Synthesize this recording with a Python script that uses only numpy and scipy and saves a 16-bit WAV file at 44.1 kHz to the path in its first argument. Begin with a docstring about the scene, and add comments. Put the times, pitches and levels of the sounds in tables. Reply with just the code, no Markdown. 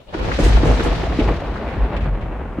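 """Down a plastic tube slide

A person slides down holding a phone, then moves off over the lawn. Body and clothes stick and slip on
the hollow shell, limbs knock on its wall and seams, and the tube rings briefly. Outside, a duller
rubbing on the phone goes on; jolts and moving air make a deep boom at the microphone throughout."""
import sys
import numpy as np
from scipy import signal
from scipy.fft import rfft, irfft
from scipy.io import wavfile
from scipy.ndimage import uniform_filter1d

SR = 44100
rng = np.random.default_rng(int(sys.argv[2]) if len(sys.argv) > 2 else 0)


def log_audio(samples):
    """Write samples as a 16-bit WAV file to the path given in sys.argv[1]."""
    # one column per channel
    frames = np.atleast_2d(samples).T
    # limit to full scale, then quantise
    limited = np.clip(frames, -1, 1)
    pcm = np.round(limited * 32767).astype(np.int16)
    wavfile.write(sys.argv[1], SR, pcm)


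N = 114660


def undb(db):
    return 10 ** (np.asarray(db) / 20)


def unit(x):
    return x / np.sqrt(np.mean(x ** 2))


def times():
    return np.arange(N) / SR


def pan(left_db):
    return undb(np.array([[left_db], [-left_db]]) / 2)


def fader(curve, fade_in_s, fade_out_s):
    """Gain riding a level curve, fading in and out beyond its ends."""
    s, db = np.array(curve).T
    t = times()
    fade_in = np.clip(1 + (t - s[0]) / fade_in_s, 0, 1)
    fade_out = np.clip(1 - (t - s[-1]) / fade_out_s, 0, 1)
    return undb(np.interp(t, s, db)) * fade_in * fade_out


def over_hz(points):
    """Spread (frequency, value) points over the frequency axis."""
    hz, value = np.array(points, float).T
    return np.interp(np.log(np.arange(N // 2 + 1) * SR / N + 1), np.log(hz), value)


def convolve(x, response):
    return signal.fftconvolve(np.atleast_2d(x), np.atleast_2d(response), axes=1)[:, :N]


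def equalise(x, eq):
    """Minimum-phase EQ with unit power gain: the curve sets only the tone."""
    gain = unit(undb(over_hz(eq)))
    cepstrum = irfft(np.log(gain), N)
    cepstrum[1:N // 2] *= 2
    cepstrum[N // 2:] = 0
    response = irfft(np.exp(rfft(cepstrum)), N)
    return convolve(x, response[:N // 20])


def wander(rate_hz):
    """Smooth random modulation with an RMS of 1."""
    hold = max(int(SR / rate_hz), 2)
    steps = np.repeat(rng.standard_normal(N)[:N // hold + 1], hold)
    return unit(uniform_filter1d(steps, hold)[:N])


def friction(slips_per_s, spread_db, smooth, judder_hz, judder_db):
    """Tiny slips of uneven size over a smooth rub, bunched by the judder of the contact."""
    slips = (rng.random((2, N)) < slips_per_s / SR) * rng.choice([-1, 1], (2, N))
    sizes = undb(spread_db * np.clip(rng.standard_normal((2, N)), -2, 2))
    rub = unit(slips * sizes) + smooth * rng.standard_normal((2, N))
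    return unit(rub * undb(judder_db * wander(judder_hz)))


# Stereo image, wide in the tube and narrow outside (frequency [Hz], left-right correlation [-1..1])
IN_TUBE = [(60, 0.85), (130, 0.76), (300, 0.62), (650, 0.39), (1100, 0.0028), (1600, 0.23), (2800, -0.14),
           (5000, 0.056)]
IN_OPEN = [(60, .98), (300, 0.92), (700, 0.9), (1600, 0.68), (2600, 0.51), (4500, 0.043)]

def stereo(pair, image):
    """Mix two unrelated signals as mid and side, with a width for each frequency."""
    correlation = np.clip(over_hz(image), -.99, .99)
    mid = rfft(pair[0]) * np.sqrt((1 + correlation) / 2)
    side = rfft(pair[1]) * np.sqrt((1 - correlation) / 2)
    return irfft(np.array([mid + side, mid - side]), N)


def towards_mouth(pair, deep_s=0.38, mouth_s=1.36):
    """Sound comes from all round inside the tube and narrows towards its mouth."""
    openness = np.interp(times(), [deep_s, mouth_s], [0, 1])
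    return (1 - openness) * stereo(pair, IN_TUBE) + openness * stereo(pair, IN_OPEN)


# Bass-heavy outdoor air (frequency [Hz], gain [dB])
YARD_EQ = [(20, -3), (50, 3.5), (250, -23.5), (1500, -26), (6000, -37.5), (15000, -49)]

def yard():
    """A faint, steady bed of outdoor ambience."""
    air = stereo(rng.standard_normal((2, N)), IN_OPEN)
    return unit(equalise(air, YARD_EQ)) * undb(-47.5)


# Boxy rustle (frequency [Hz], gain [dB])
SHUFFLE_EQ = [(300, 0.5), (650, 5), (1100, -9), (1700, -21), (3000, -8), (4200, -16), (6000, -42),
              (15000, -55)]

def shuffling(set_off_s=0.15):
    """A light shuffle rubs on the tube before setting off."""
    slips = friction(slips_per_s=630, spread_db=4, smooth=1.0, judder_hz=39, judder_db=3.5)
    rub = unit(equalise(stereo(slips, IN_TUBE), SHUFFLE_EQ))
    gate = np.clip((set_off_s - times()) / 0.015, 0, 1)
    return rub * gate * undb(-45.5) * pan(3.8)


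# Fader rides for the boom and the rumble (time [s], relative level [dB])
BOOM_RIDE = [(0.1, -64), (0.22, -21), (0.25, -39), (0.36, -20.5), (0.38, -27.5), (0.45, -10.5), (0.52, -13),
             (0.56, -6.5), (0.62, -21.5), (0.72, -10.5), (0.81, -30.5), (0.92, -15), (1.0, -42),
             (1.09, -23), (1.21, -33), (1.25, -15), (1.46, -37), (1.5, -19.5), (1.58, -49), (1.68, -22),
             (1.71, -39), (1.84, -11), (1.91, -48), (1.94, -22.5), (2.16, -19), (2.2, -44), (2.23, -22.5),
             (2.6, -38)]
RUMBLE_RIDE = [(0.1, -49), (0.13, -38), (0.3, -23.5), (0.33, -37), (0.42, -23), (0.68, -20), (0.92, -26.5),
               (1.32, -24), (1.44, -32.5), (1.71, -34.5), (1.785, -30.5), (1.9, -34.5), (1.98, -27.5),
               (2.3, -30), (2.39, -37.5), (2.6, -34)]
# Low-end weight of the rumble (frequency [Hz], gain [dB])
RUMBLE_EQ = [(15, -22.5), (32, -0.5), (70, -1), (110, -3), (160, -7), (230, -13.5), (400, -42), (1500, -89)]

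def buffeting(boom_hz=50.2):
    """A deep, wavering boom and a ragged rumble from jolts and air at the microphone."""
    phase = 2 * np.pi * np.cumsum(boom_hz * (1 + .1 * wander(34.83))) / SR
    side = undb(-22.5) * wander(40) * np.cos(phase) * np.array([[1], [-1]])
    boom = np.sqrt(2) * (np.sin(phase) + side) * fader(BOOM_RIDE, 0.0205, .02) * undb(0.4)
    jolts = friction(slips_per_s=300, spread_db=2.0, smooth=0.94, judder_hz=30, judder_db=1.55)
    rumble = unit(equalise(towards_mouth(jolts), RUMBLE_EQ))
    return (boom + rumble * fader(RUMBLE_RIDE, 0.028, .02) * undb(2.53)) * pan(0.42)


# Resonances of the plastic wall (frequency [Hz], T60 [s], relative level [dB])
SHELL_MODES = [(293.6, .1, 2.5), (390, 0.15, -6), (448, 0.054, -2.5), (580, 0.084, -5), (665, 0.096, -12),
               (1220, 0.069, -14)]

def shell(x, drift=.04, drift_hz=6.75):
    """The wall rings in damped modes that drift as the body's weight moves along it."""
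    out = x
    for hz, t60, db in SHELL_MODES:
        carrier = np.exp(2j * np.pi * np.cumsum(hz * (1 + drift * wander(drift_hz))) / SR)
        pole = np.exp(-np.log(1000) / (t60 * SR))
        mode = 2 * np.real(carrier * signal.lfilter([1 - pole], [1, -pole], x / carrier))
        out = out + undb(db - 2) * mode
    return out


def tube(x, t60_s=0.23, predelay_s=.003):
    """Dense, short echoes between the tube's walls."""
    t = times()
    tail = stereo(rng.standard_normal((2, N)), IN_OPEN) * 10 ** (-3 * t / t60_s) * (t > predelay_s)
    wet = undb(-10)
    return (x + wet * convolve(x, unit(tail) / np.sqrt(N))) / np.hypot(1, wet)


# Fader rides for body and cloth on the plastic (time [s], relative level [dB])
BODY_RIDE = [(.108, -44), (.126, -47), (.134, -27.5), (.27, -28), (.33, -25), (.383, -30), (.392, -21),
             (.47, -23), (.58, -24), (.65, -20.5), (.73, -22), (.87, -23), (.94, -27.5), (1.0, -24.5),
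             (1.17, -30), (1.21, -25.5), (1.31, -21.5), (1.35, -31), (1.5, -40)]
CLOTH_RIDE = [(.11, -55), (.14, -41), (.21, -42), (.26, -37.5), (.38, -34), (.45, -31.5), (.58, -35.5),
              (.8, -35.5), (1.02, -37.5), (1.14, -40.5), (1.22, -38.5), (1.36, -44), (1.5, -49)]
# Dark body rub, cloth hiss and the fizz on top (frequency [Hz], gain [dB])
BODY_EQ = [(100, -12), (200, 0), (300, -2.5), (460, -3), (700, -4), (1000, -7.5), (1400, -13), (2000, -18),
           (3000, -21.5), (5000, -48), (15000, -56)]
CLOTH_EQ = [(700, -8.5), (1800, 0.5), (2700, -2.5), (4000, -4.5), (5500, -13.5), (7500, -22.5),
            (10000, -31.5), (15000, -44.5)]
FIZZ_EQ = [(2500, -20), (4500, 5), (6000, 3), (8000, -10), (10000, -23), (15000, -48)]

def sliding():
    """The body sticks and slips on the shell; cloth hisses along it, brighter the harder it rubs."""
    slips = friction(slips_per_s=800, spread_db=1.5, smooth=0.87, judder_hz=60, judder_db=2.5)
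    rub = equalise(towards_mouth(slips), BODY_EQ)
    fibres = friction(slips_per_s=2900, spread_db=1.5, smooth=0.86, judder_hz=80, judder_db=1.82)
    pressure = fader(CLOTH_RIDE, 0.014, 0.54)
    hiss = unit(equalise(towards_mouth(fibres), CLOTH_EQ)) * pressure * undb(3)
    fizz_gain = (pressure / pressure.max()) ** 1.73 * undb(-40)
    fizz = unit(equalise(rng.standard_normal((2, N)), FIZZ_EQ)) * fizz_gain
    body = unit(tube(shell(rub))) * fader(BODY_RIDE, 0.014, 0.03) * undb(1.5)
    return (body + hiss + fizz) * pan(0.9)


# Scrape cues (start [s], length [s], level [dB], band centre [Hz])
SCRAPE_CUES = [(0.126, 0.04, -33, 770), (0.141, .022, -26, 1200), (0.316, 0.014, -17.5, 1690),
               (0.388, 0.27, -40.5, 6760), (0.435, .08, -38.5, 7500), (0.635, 0.044, -27, 1300),
               (0.648, 0.24, -42, 6150), (0.796, 0.029, -22, 1500), (0.833, 0.063, -40.5, 7550),
               (1.193, 0.029, -25, 2600), (1.555, 0.048, -29, 1300), (1.676, 0.17, -38, 2030),
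               (1.964, .03, -31.5, 2380), (2.004, 0.092, -38.5, 2290), (2.206, 0.1, -44.5, 2270)]

def scrapes(attack_s=0.002):
    """Skin or cloth presses harder for a moment: a gritty bite that tapers away."""
    t, out = times(), 0
    slips = friction(slips_per_s=1800, spread_db=0.5, smooth=0.39, judder_hz=110, judder_db=1.0)
    grit = stereo(slips, IN_TUBE)
    for start, length, db, hz in SCRAPE_CUES:
        envelope = np.clip((t - start) / attack_s, 0, 1) * np.clip(1 - (t - start) / length, 0, 1)
        band = signal.butter(2, [hz / 1.5, hz * 1.245], "band", fs=SR, output="sos")
        out = out + undb(db) * envelope * unit(signal.sosfilt(band, grit))
    return out * pan(1.2)


def blows(cues, eq, decay_s, chatter, image):
    """Each blow is a push followed by a quickly dying chatter of the contact."""
    size, out = N // 20, np.zeros((2, N))
    envelope = chatter * np.exp(-times()[:size] / decay_s)
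    grain = stereo(rng.standard_normal((2, N)), image)
    for k, (start, db, *_) in enumerate(cues):
        blow = envelope * np.roll(grain, -k * (N // len(cues)), axis=1)[:, :size]
        blow[:, 0] += 1  # the push
        blow /= np.sqrt(np.sum(blow ** 2) / 2)
        i = int(start * SR)
        out[:, i:i + size] += undb(db) * blow[:, :N - i]
    return equalise(out, eq)


def bumps(cues, rise_s, ring_s):
    """The struck spot swings for a few cycles at its own pitch."""
    t, out = times()[:N // 20], np.zeros(N)
    envelope = (1 - np.exp(-t / rise_s)) * np.exp(-t / ring_s)
    for start, db, hz in cues:
        swing = envelope / envelope.max() * np.sin(2 * np.pi * hz * t)
        i = int(start * SR)
        out[i:i + len(t)] += undb(db) * swing[:N - i]
    return out


# Limbs hit the shell, the hand hits the phone (time [s], relative level [dB], pitch [Hz])
KNOCK_CUES = [(.146, -9.5, 378), (.388, -9, 525), (.398, -6, 299), (.462, -7.5, 392), (.633, -6.5, 317),
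              (.655, -11, 450), (.793, -12.5, 288), (.806, -9, 371), (.861, -15.5, 303), (1.034, -11, 380),
              (1.068, -11.5, 670), (1.189, -7, 300), (1.203, -10, 403), (1.211, -10, 510),
              (1.219, -10, 384), (1.292, -20, 292), (1.309, -13, 413), (1.42, -13, 560), (2.585, -14, 264)]
# Seams and fingers tick (time [s], relative level [dB])
TICK_CUES = [(.389, -19), (.454, -12), (.656, -20), (1.034, -20), (1.189, -18.5), (2.045, -32)]
# Round knock and crisp tick (frequency [Hz], gain [dB])
KNOCK_EQ = [(40, -30), (150, 6), (300, 5.5), (450, 3), (800, -13.5), (1300, -15), (2200, -16),
            (4000, -36.5), (8000, -66), (15000, -78)]
TICK_EQ = [(300, 2), (2000, 17), (6000, -15), (10000, -14), (15000, -30)]

def knocks_and_ticks():
    """Hollow knocks ring the shell and echo in the tube along with small, sharp ticks."""
    contact = blows(KNOCK_CUES, KNOCK_EQ, decay_s=0.0033, chatter=0.46, image=IN_OPEN)
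    tone = bumps(KNOCK_CUES, rise_s=0.0014, ring_s=0.0045)
    hollow = undb(11.5) * shell(contact) + undb(-5) * tone
    ticks = blows(TICK_CUES, TICK_EQ, decay_s=0.0018, chatter=0.3, image=IN_TUBE)
    return tube(hollow + undb(8) * ticks)


# Thud cues (time [s], envelope peak [dB], pitch [Hz])
THUD_CUES = [(.402, -17, 160), (.466, -14, 125), (.662, -14, 140), (.866, -17, 150), (2.073, -15, 125)]

def thuds():
    """The body's weight lands in soft, low thuds, dry and centred."""
    return bumps(THUD_CUES, rise_s=0.0023, ring_s=0.011)


# Fader ride for the rubbing on the phone (time [s], relative level [dB])
HANDLING_RIDE = [(1.44, -31.5), (1.72, -32), (1.966, -28.5), (2.036, -36), (2.076, -30), (2.11, -39.5),
                 (2.14, -34.5), (2.34, -34), (2.56, -37), (2.6, -33.5)]
# Close, muffled rub (frequency [Hz], gain [dB])
HANDLING_EQ = [(80, -19.5), (200, -4), (350, -5.5), (520, -6.5), (750, -8), (1200, -14), (1750, -19),
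               (2700, -25.5), (4200, -36.5), (6500, -56.5), (15000, -61.5)]

def handling(settle_s=(2, 2.4), cutoff_hz=3900):
    """Dry rubbing by the microphone takes over at the tube's mouth and dulls as the grip settles."""
    slips = friction(slips_per_s=630, spread_db=-0.5, smooth=1.0, judder_hz=75, judder_db=1.16)
    rub = unit(equalise(stereo(slips, IN_OPEN), HANDLING_EQ))
    dull = signal.sosfiltfilt(signal.butter(2, cutoff_hz, fs=SR, output="sos"), rub)
    settled = np.interp(times(), settle_s, [0, 1])
    grip = (1 - settled) * rub + settled * dull
    return grip * fader(HANDLING_RIDE, 0.15, .02) * undb(3) * pan(1.4)


def scene():
    rubbing = shuffling() + sliding() + handling()
    accents = knocks_and_ticks() + thuds() + scrapes()
    return rubbing + accents + buffeting() + yard()


def record(dry):
    """The phone clips at full scale and cuts the top end."""
    high_cut = signal.ellip(10, .2, 80, 15750, fs=SR, output="sos")
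    return signal.sosfilt(high_cut, np.clip(dry, -1, 1))


dry = scene()
out = record(dry)
log_audio(out)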